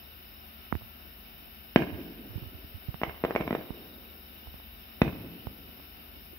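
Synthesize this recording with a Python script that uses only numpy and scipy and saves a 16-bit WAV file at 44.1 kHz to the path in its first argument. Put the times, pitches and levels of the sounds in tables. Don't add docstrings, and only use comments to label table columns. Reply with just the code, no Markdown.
import sys
import numpy as np
from scipy import signal
from scipy.fft import rfft, irfft, next_fast_len
from scipy.io import wavfile
from scipy.ndimage import uniform_filter1d

SR = 44100
rng = np.random.default_rng(int(sys.argv[2]) if len(sys.argv) > 2 else 0)


def file_out(sig):
    cols = np.atleast_2d(sig).T
    lim = np.clip(cols, -1, 1)
    pcm = np.round(lim * 32767).astype(np.int16)
    wavfile.write(sys.argv[1], SR, pcm)


def gain_from_decibels(decibels):
    exponent = np.asarray(decibels, float) / 20
    return 10 ** exponent


N = 281358
T = np.arange(N) / SR


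def band(x, hz, width):
    return signal.lfilter(*signal.iirpeak(hz, hz / width, SR), x)


def low(x, hz, order=2):
    return signal.sosfilt(signal.butter(order, hz, fs=SR, output="sos"), x)


def add(out, s, x):
    i = int(round(s * SR))
    out[..., i:i + x.shape[-1]] += x[..., :out.shape[-1] - i]


def walk(rate):
    k = int(SR / rate)
    steps = np.repeat(rng.standard_normal(N // k + 1), k)
    return 1.285 * uniform_filter1d(uniform_filter1d(steps, k), k)[:N]


def hiss(table, lag_ms, flicker_db):
    hz, left_db, right_db, like = np.transpose(table)
    size = next_fast_len(N, real=True)
    f = np.fft.rfftfreq(size, 1 / SR) + 1e-9

    def read(column):
        return np.interp(np.log(f), np.log(hz), column)

    same = np.clip(read(like), 0, 1)
    shared, own = rfft(rng.standard_normal((2, size)))
    lagged = shared * np.exp(-2j * np.pi * f * lag_ms / 1000)
    right = np.sqrt(same) * lagged + np.sqrt(1 - same) * own
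    both = np.array([shared * gain_from_decibels(read(left_db)), right * gain_from_decibels(read(right_db))])
    both = both * (f > hz[0]) * (f < hz[-1]) * np.sqrt(SR / 2)
    octave = np.log2(f / hz[0])
    out = 0
    for k in range(int(np.log2(hz[-1] / hz[0]) + .9) + 1):
        part = irfft(both * np.clip(1 - abs(octave - k), 0, 1), size)[:, :N]
        out = out + gain_from_decibels(flicker_db * walk(20)) * part
    return out


def town_hum():
    # pitch_hz, left_db and right_db [dB per Hz], likeness [0-1]
    hum = [(23.7, -100, -100, .8), (50.7, -75, -73, .9), (71, -72.5, -84.5, 0.3), (120, -87.5, -83.5, 0.7),
           (243, -83, -83.5, 1), (498, -92.5, -94, 0.6), (700, -87, -85.5, 1), (926, -91, -92, 0.35),
           (1540, -92, -96, 0), (2190, -95.5, -90.5, 0), (3020, -92.5, -83, 0.18), (3270, -98, -97, 0.2),
           (3610, -89, -91, 0), (4300, -97.5, -106, 0),
           (5000, -94, -100, 0), (5550, -97, -101, 0), (5680, -99, -104, 0)]
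    return hiss(hum, lag_ms=.43, flicker_db=.9)


def fringe():
    # from_hz, to_hz, left_db and right_db [dB per Hz], share of time on [0-1]
    strips = [(5680, 5770, -101, -106, .6), (5770, 5900, -105, -109, .4), (5900, 6030, -107, -109, .3),
              (6030, 6200, -111, -116, .1), (8520, 8620, -118, -170, .5), (8620, 8800, -115, -170, .95),
              (8800, 8960, -117, -170, .55), (9250, 9450, -117, -170, .5)]
    out, hold = 0, 1024
    mood = rng.random(N // hold // 2 + 1).repeat(2)
    for lo, hi, left_db, right_db, share in strips:
        chance = (.8 * mood + .2 * rng.random(len(mood))).repeat(hold)[:N]
        gate = uniform_filter1d(1. * (chance < share), size=500)
        out = out + gate * hiss([(lo, left_db, right_db, 0), (hi, left_db, right_db, 0)], 0, 0)
    return out


def machines():
    # pitch_hz, left_db, right_db, wander_hz
    tones = [
        (49.5, -61, -61.5, 1.14),
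        (72, -59.5, -60, 1.84),
        (222.3, -65.5, -66, 2.93),
        (1316, -67.5, -84.5, 50),
        (1750, -86, -78, 29),
        (3010, -75, -69.5, 32),
    ]
    # multiple of its pitch, left_db, right_db
    overtones = [(1, -73, -74), (2, -77, -74), (3, -78, -79), (4, -67, -72), (5, -75, -76), (6, -81, -71)]
    whine_hz = 372
    out = 0
    for hz, left_db, right_db, wander in tones:
        swell = gain_from_decibels(1.8 * walk(6))
        tone = swell * np.sin(2 * np.pi * np.cumsum(hz + wander * walk(40)) / SR)
        out = out + gain_from_decibels(np.array([[left_db], [right_db]])) * tone
    turn = 2 * np.pi * np.cumsum(whine_hz + 0.797 * walk(10)) / SR
    for k, left_db, right_db in overtones:
        level = gain_from_decibels(np.array([[left_db], [right_db]]) + 0.66 * walk(9))
        out = out + level * np.sin(k * turn)
    out[1] = np.roll(out[1], 19)
    return out * np.sqrt(2)


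def bush_cricket():
    # pitch_hz, left_db and right_db [dB per Hz], likeness [0-1]
    buzz = [(9160, -115, -150, 0.12), (10200, -103, -130, 0), (11170, -93, -107, 0),
            (12160, -89.5, -112, 0), (13400, -83.5, -118, 0.1), (15300, -89, -135, 0.17),
            (15660, -83, -140, 0.03)]
    stroke_hz = 146
    phase = 2 * np.pi * np.cumsum(stroke_hz + 0.326 * walk(2)) / SR
    strong = 0.26 * np.exp(4.3 * (np.cos(phase) - 1)) * np.clip(T / 2.3, .3, 1)
    stroke = 1 + strong + .1 * np.cos(2 * phase)
    return hiss(buzz, 0, 0.34) * stroke / np.sqrt(np.mean(stroke ** 2))


def chirping_cricket():
    chirps = [.0, .34, .68, 1.07, 1.41, 1.75, 2.05, 2.36, 2.71, 3.05, 3.38, 3.79, 4.18, 4.521, 4.89, 5.22,
              5.54, 5.85, 6.19]
    chirp_s, pulse_hz, wing_hz = 0.254, 37.3, 5305
    t = T[:int(chirp_s * SR)]
    pulses = signal.windows.tukey(len(t), .5) * (1 + .7 * np.cos(2 * np.pi * pulse_hz * t))
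    envelope = np.zeros(N + SR)
    for s in chirps:
        add(envelope, 1 + s - chirp_s / 2, pulses)
    wing = .06 * gain_from_decibels(2 * walk(12)) * np.sin(2 * np.pi * np.cumsum(wing_hz + 25 * walk(50)) / SR)
    level_db = np.array([-50 + 0.51 * np.minimum(T, 3), -44 + 0 * T])
    return envelope[SR:] * wing * gain_from_decibels(level_db)


def falling_note(length):
    middle_hz, fall_hz_per_s = 3770, 14000
    t = T[:int(length * SR)] - length / 2
    return np.cos(np.pi * t / length) * np.sin(2 * np.pi * (middle_hz * t - fall_hz_per_s * t ** 2 / 2))


def trilling_crickets():
    # first_note_s, notes [count], gap_s
    phrases = [(.036, 2, .066), (.255, 4, .0405), (.53, 2, .043), (.69, 4, .041), (1.006, 1, .04),
               (1.101, 1, .04), (1.203, 2, .044), (1.345, 2, .04), (3.195, 5, .066), (3.531, 6, .0415),
               (3.81, 4, .039), (4.041, 2, .043), (4.199, 5, .041), (4.448, 2, .04), (4.576, 2, .041),
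               (4.71, 2, .038), (4.878, 1, .04), (4.947, 3, .037)]
    # time_s, level_db
    loudness = [(0, -58), (.3, -61), (3.1, -58), (3.45, -54), (3.55, -56), (3.9, -56), (5.0, -60)]
    swell_db = 3
    trill = np.zeros(N)
    for s, notes, gap in phrases:
        note = falling_note(.018 + .45 * gap)
        for k in range(notes):
            db = np.interp(s + k * gap, *np.transpose(loudness)) - swell_db * (notes - 1 - k) / notes
            add(trill, s + k * gap + .008 - .22 * gap, gain_from_decibels(db + 1.2 * rng.standard_normal()) * note)
    for k, (shift, size) in enumerate(rng.standard_normal((125, 2))):
        add(trill, .02 + k * .05 + .006 * shift, gain_from_decibels(-66 + 2.5 * size) * falling_note(.035))
    return trill * gain_from_decibels(np.array([[-8], [0]]))


def knocks():
    # start_s, level_db, pitch_hz, cycles [negative pulls first]
    thumps = [(0.726, -13.5, 190, 1.), (0.735, -22.5, 62, 0.9), (.7428, -31, 60, -.6),
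              (0.7521, -16.5, 230, 0.9), (0.7552, -21.5, 83.5, -1.1), (0.809, -43, 120, 9),
              (1.92, -30.5, 90, 5.5), (2.294, -37, 111, 6.5), (2.355, -21.5, 106, -2),
              (2.378, -27.5, 186, -1.5), (2.417, -32.5, 130, 6), (2.46, -33, 90, 3), (2.54, -35.5, 99, 3.5),
              (2.645, -34, 112, 1), (2.742, -31.5, 100, 4), (2.885, -18.5, 115, -1.5),
              (2.9411, -31, 180, 3), (3.076, -32, 100, -1.5), (3.7049, -17.5, 172, 0.7),
              (4.471, -36.5, 81.3, 2.5), (4.541, -29, 130, 0.5), (5.469, -25, 118, -1.5),
              (5.689, -43, 200, -1.5), (5.798, -38, 250, 1), (6.165, -43.5, 302, 4),
              (6.331, -41.5, 362, 5.5)]
    # start_s, level_db, pitch_hz
    ticks = [(.724, -23, 920), (.7255, -5.5, 1250), (.7264, -15.5, 1150), (.7428, -30, 800),
             (.753, -18.5, 1700), (.811, -33, 900), (.82, -31, 890), (2.356, -48, 802), (2.379, -33, 800),
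             (2.4351, -33.5, 890), (2.461, -39, 796), (2.9432, -22, 903), (2.9434, -24.5, 2200),
             (3.079, -33, 900), (3.096, -18.5, 1530), (3.7048, -19.5, 650), (4.471, -28.5, 793),
             (4.541, -29.5, 700), (4.6, -32, 890), (5.47, -17.5, 700), (5.4697, -23.5, 2900),
             (5.691, -33, 590), (5.799, -32.5, 700)]
    out = np.zeros(N)
    t = T[:int(.07 * SR)]
    for s, db, hz, cycles in thumps:
        u = np.clip(t * hz / abs(cycles), 0, 1)
        thump = np.sin(2 * np.pi * hz * t * (1 - 0.11 * u)) * np.sin(np.pi * u ** 0.32)
        add(out, s, np.sign(cycles) * gain_from_decibels(db) * thump)
    for s, db, hz in ticks:
        tick = -np.sin(2 * np.pi * hz * t) * np.exp(-t * hz / 0.35) * 1.28
        add(out, s, gain_from_decibels(db) * low(tick, min(1.73 * hz, 3700), order=4))
    return out * gain_from_decibels(np.array([[-32], [0]]))


def shock(ms, depth, ground_db, rise_ms, spike_ms, swing):
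    t = np.arange(int(0.04 * SR)) * 1000 / SR - rise_ms
    u = np.clip(t / ms, 0, None)
    spike = np.where(t < 0, (1 + t / rise_ms) ** 1.41, np.exp(-(t / spike_ms) ** 2))
    suction = depth * np.sin(np.pi * np.clip(u, 0, 1) ** 0.87) ** 1.3
    late = np.clip(u - 1, 0, None)
    bounce = np.sin(np.pi * (late * swing) ** 0.75) * np.exp(-late / 0.32) * 1.6
    return spike - suction + gain_from_decibels(ground_db) * bounce


def bursts():
    # start_s, peak_db, suction_ms, suction depth [1 = as strong as the push], ground_bounce_db
    shells = [(1.7598, -0.4, 2.8, 0.79, -4.5), (3.0157, -18, 2.7, 0.36, -4),
              (3.0340, -8.5, 1.12, 0.54, -22.5), (3.2384, -11, 2.1, 1.09, -17.5),
              (3.2491, -10.5, 1.75, .9, -14), (3.3075, -15.5, 1.7, 0.8, -19),
              (3.3514, -14.5, 3.6, 0.38, -17), (3.3609, -8, 1.55, 0.88, -8), (3.4022, -24.5, 3.6, 1, 7),
              (3.409, -16, 2.4, .7, -12), (3.4774, -16.5, 2.7, 0.26, -3), (3.5076, -14.5, 2.8, 0.58, -1),
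              (3.5278, -15, 2.63, 0.9, -7), (3.5502, -13, 1.67, 1., -21), (5.017, -3.5, 3.74, 0.86, -13.5)]
    direct = np.zeros(N)
    t = T[:int(.02 * SR)]
    for s, db, ms, depth, ground_db in shells:
        front_hz = min(5300 * gain_from_decibels(.4 * db - 7 * (depth - 1.42)), 15000)
        push = shock(ms, depth, ground_db, rise_ms=0.15 + 0.18 * depth, spike_ms=0.56 + .3 * depth, swing=0.89)
        add(direct, s, gain_from_decibels(db) * low(push, front_hz))
        crack = band(rng.standard_normal(len(t)), 2230, 1600) * np.exp(-t / 0.0029)
        add(direct, s + 0.00031, gain_from_decibels(1.31 * db - 8) * low(crack, front_hz))
    return low(direct * gain_from_decibels(-2.22), 4900)


def town_echo():
    # pitch_hz, start_db, quick_t60_s, late_db, late_t60_s
    roll = [(90, -35.5, 0.75, -48.5, 2.16), (200, -32.5, 0.45, -42.5, 2.87), (362, -35.5, 0.41, -41, 3.2),
            (740, -30.5, 0.57, -46, 2.1), (1290, -35, 0.25, -34.5, 1.1), (2320, -28, 0.78, -33.5, 1.4),
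            (4330, -21.5, 0.54, -33, 0.46), (5630, -13.5, 0.46, -28, 0.55)]
    t = T[:2 * SR]
    out = np.zeros((2, len(t)))
    fronts = walk(70)[:len(t)]
    for hz, start_db, quick, late_db, late in roll:
        shared, left, right = band(rng.standard_normal((3, len(t))), hz, hz * 0.84) / np.sqrt(hz)
        fade = gain_from_decibels(start_db - 60 * t / quick) + gain_from_decibels(late_db - 60 * t / late)
        apart = min(hz / 2500, .9)
        patches_db = 2.5 * fronts + 2 * walk(60)[:len(t)]
        patchy = gain_from_decibels(3 + patches_db * (.2 + .8 * np.exp(-t / .2)))
        out += fade * patchy * (np.sqrt(1 - apart) * shared + np.sqrt(apart) * np.array([left, right]))
    return gain_from_decibels(8) * out * (1 - np.exp(-(t / 0.024) ** 2))


def smear(ms, db):
    t = T[:int(5 * ms * SR / 1000)]
    out = gain_from_decibels(db) * band(rng.standard_normal((2, len(t))), 2520, 3700) * np.exp(-t * 1000 / ms)
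    out[:, 0] = 1
    return out


def echo_paths():
    # delay_ms, level_db, pan_db [left minus right]
    walls = [(4.605, -13.5, 6), (12.86, -21.5, -1), (16.73, -22.5, 7.5), (32.8, -24, -1), (48.4, -36.5, 7),
             (54.6, -26.5, 3), (60.73, -15.5, 2.5), (65.1, -25, 3), (75.1, -25.5, 7), (107.8, -29, 8.5),
             (143.4, -31.5, 4)]
    paths = town_echo()
    t = T[:int(.2 * SR)]
    spray = band(rng.standard_normal((2, len(t))), 2100, 2500) * np.exp(-t / 0.015)
    add(paths, .004, gain_from_decibels(-35) * spray)
    paths[:, 0] = 1
    for ms, db, pan_db in walls:
        side_db = db + np.array([[.5], [-.5]]) * pan_db
        add(paths, ms / 1000, gain_from_decibels(side_db) * low(smear(3.3, -12), 1200, order=1))
    return paths


def fireworks():
    out = signal.oaconvolve(bursts()[None], echo_paths(), axes=1)[:, :N]
    out[1] = np.roll(out[1], 6)
    out += gain_from_decibels(-8) * band(out, 1030, 250)
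    out[0] += gain_from_decibels(-8.5) * band(out[0], 3150, 400)
    out[1] += gain_from_decibels(8) * band(out[1], 2710, 1120)
    out[1] -= 0.99 * band(out[1], 4150, 1300)
    out += gain_from_decibels(-5) * band(out, 1950, 350) + gain_from_decibels(-12) * band(out, 670, 180)
    return signal.sosfilt(signal.cheby2(10, 34, 6550, fs=SR, output="sos"), out)


def scene():
    insects = bush_cricket() + chirping_cricket() + trilling_crickets()
    night = town_hum() + fringe() + machines() + insects
    blows = signal.sosfilt(signal.butter(2, 45, "high", fs=SR, output="sos"), fireworks() + knocks())
    return blows + night


def band_limit(x):
    return signal.sosfilt(signal.butter(12, 16310, fs=SR, output="sos"), x)


def record(dry):
    cut = signal.sosfilt(signal.butter(3, 40, "high", fs=SR, output="sos"), dry)
    return band_limit(cut)


dry = scene()
out = record(dry)
file_out(out)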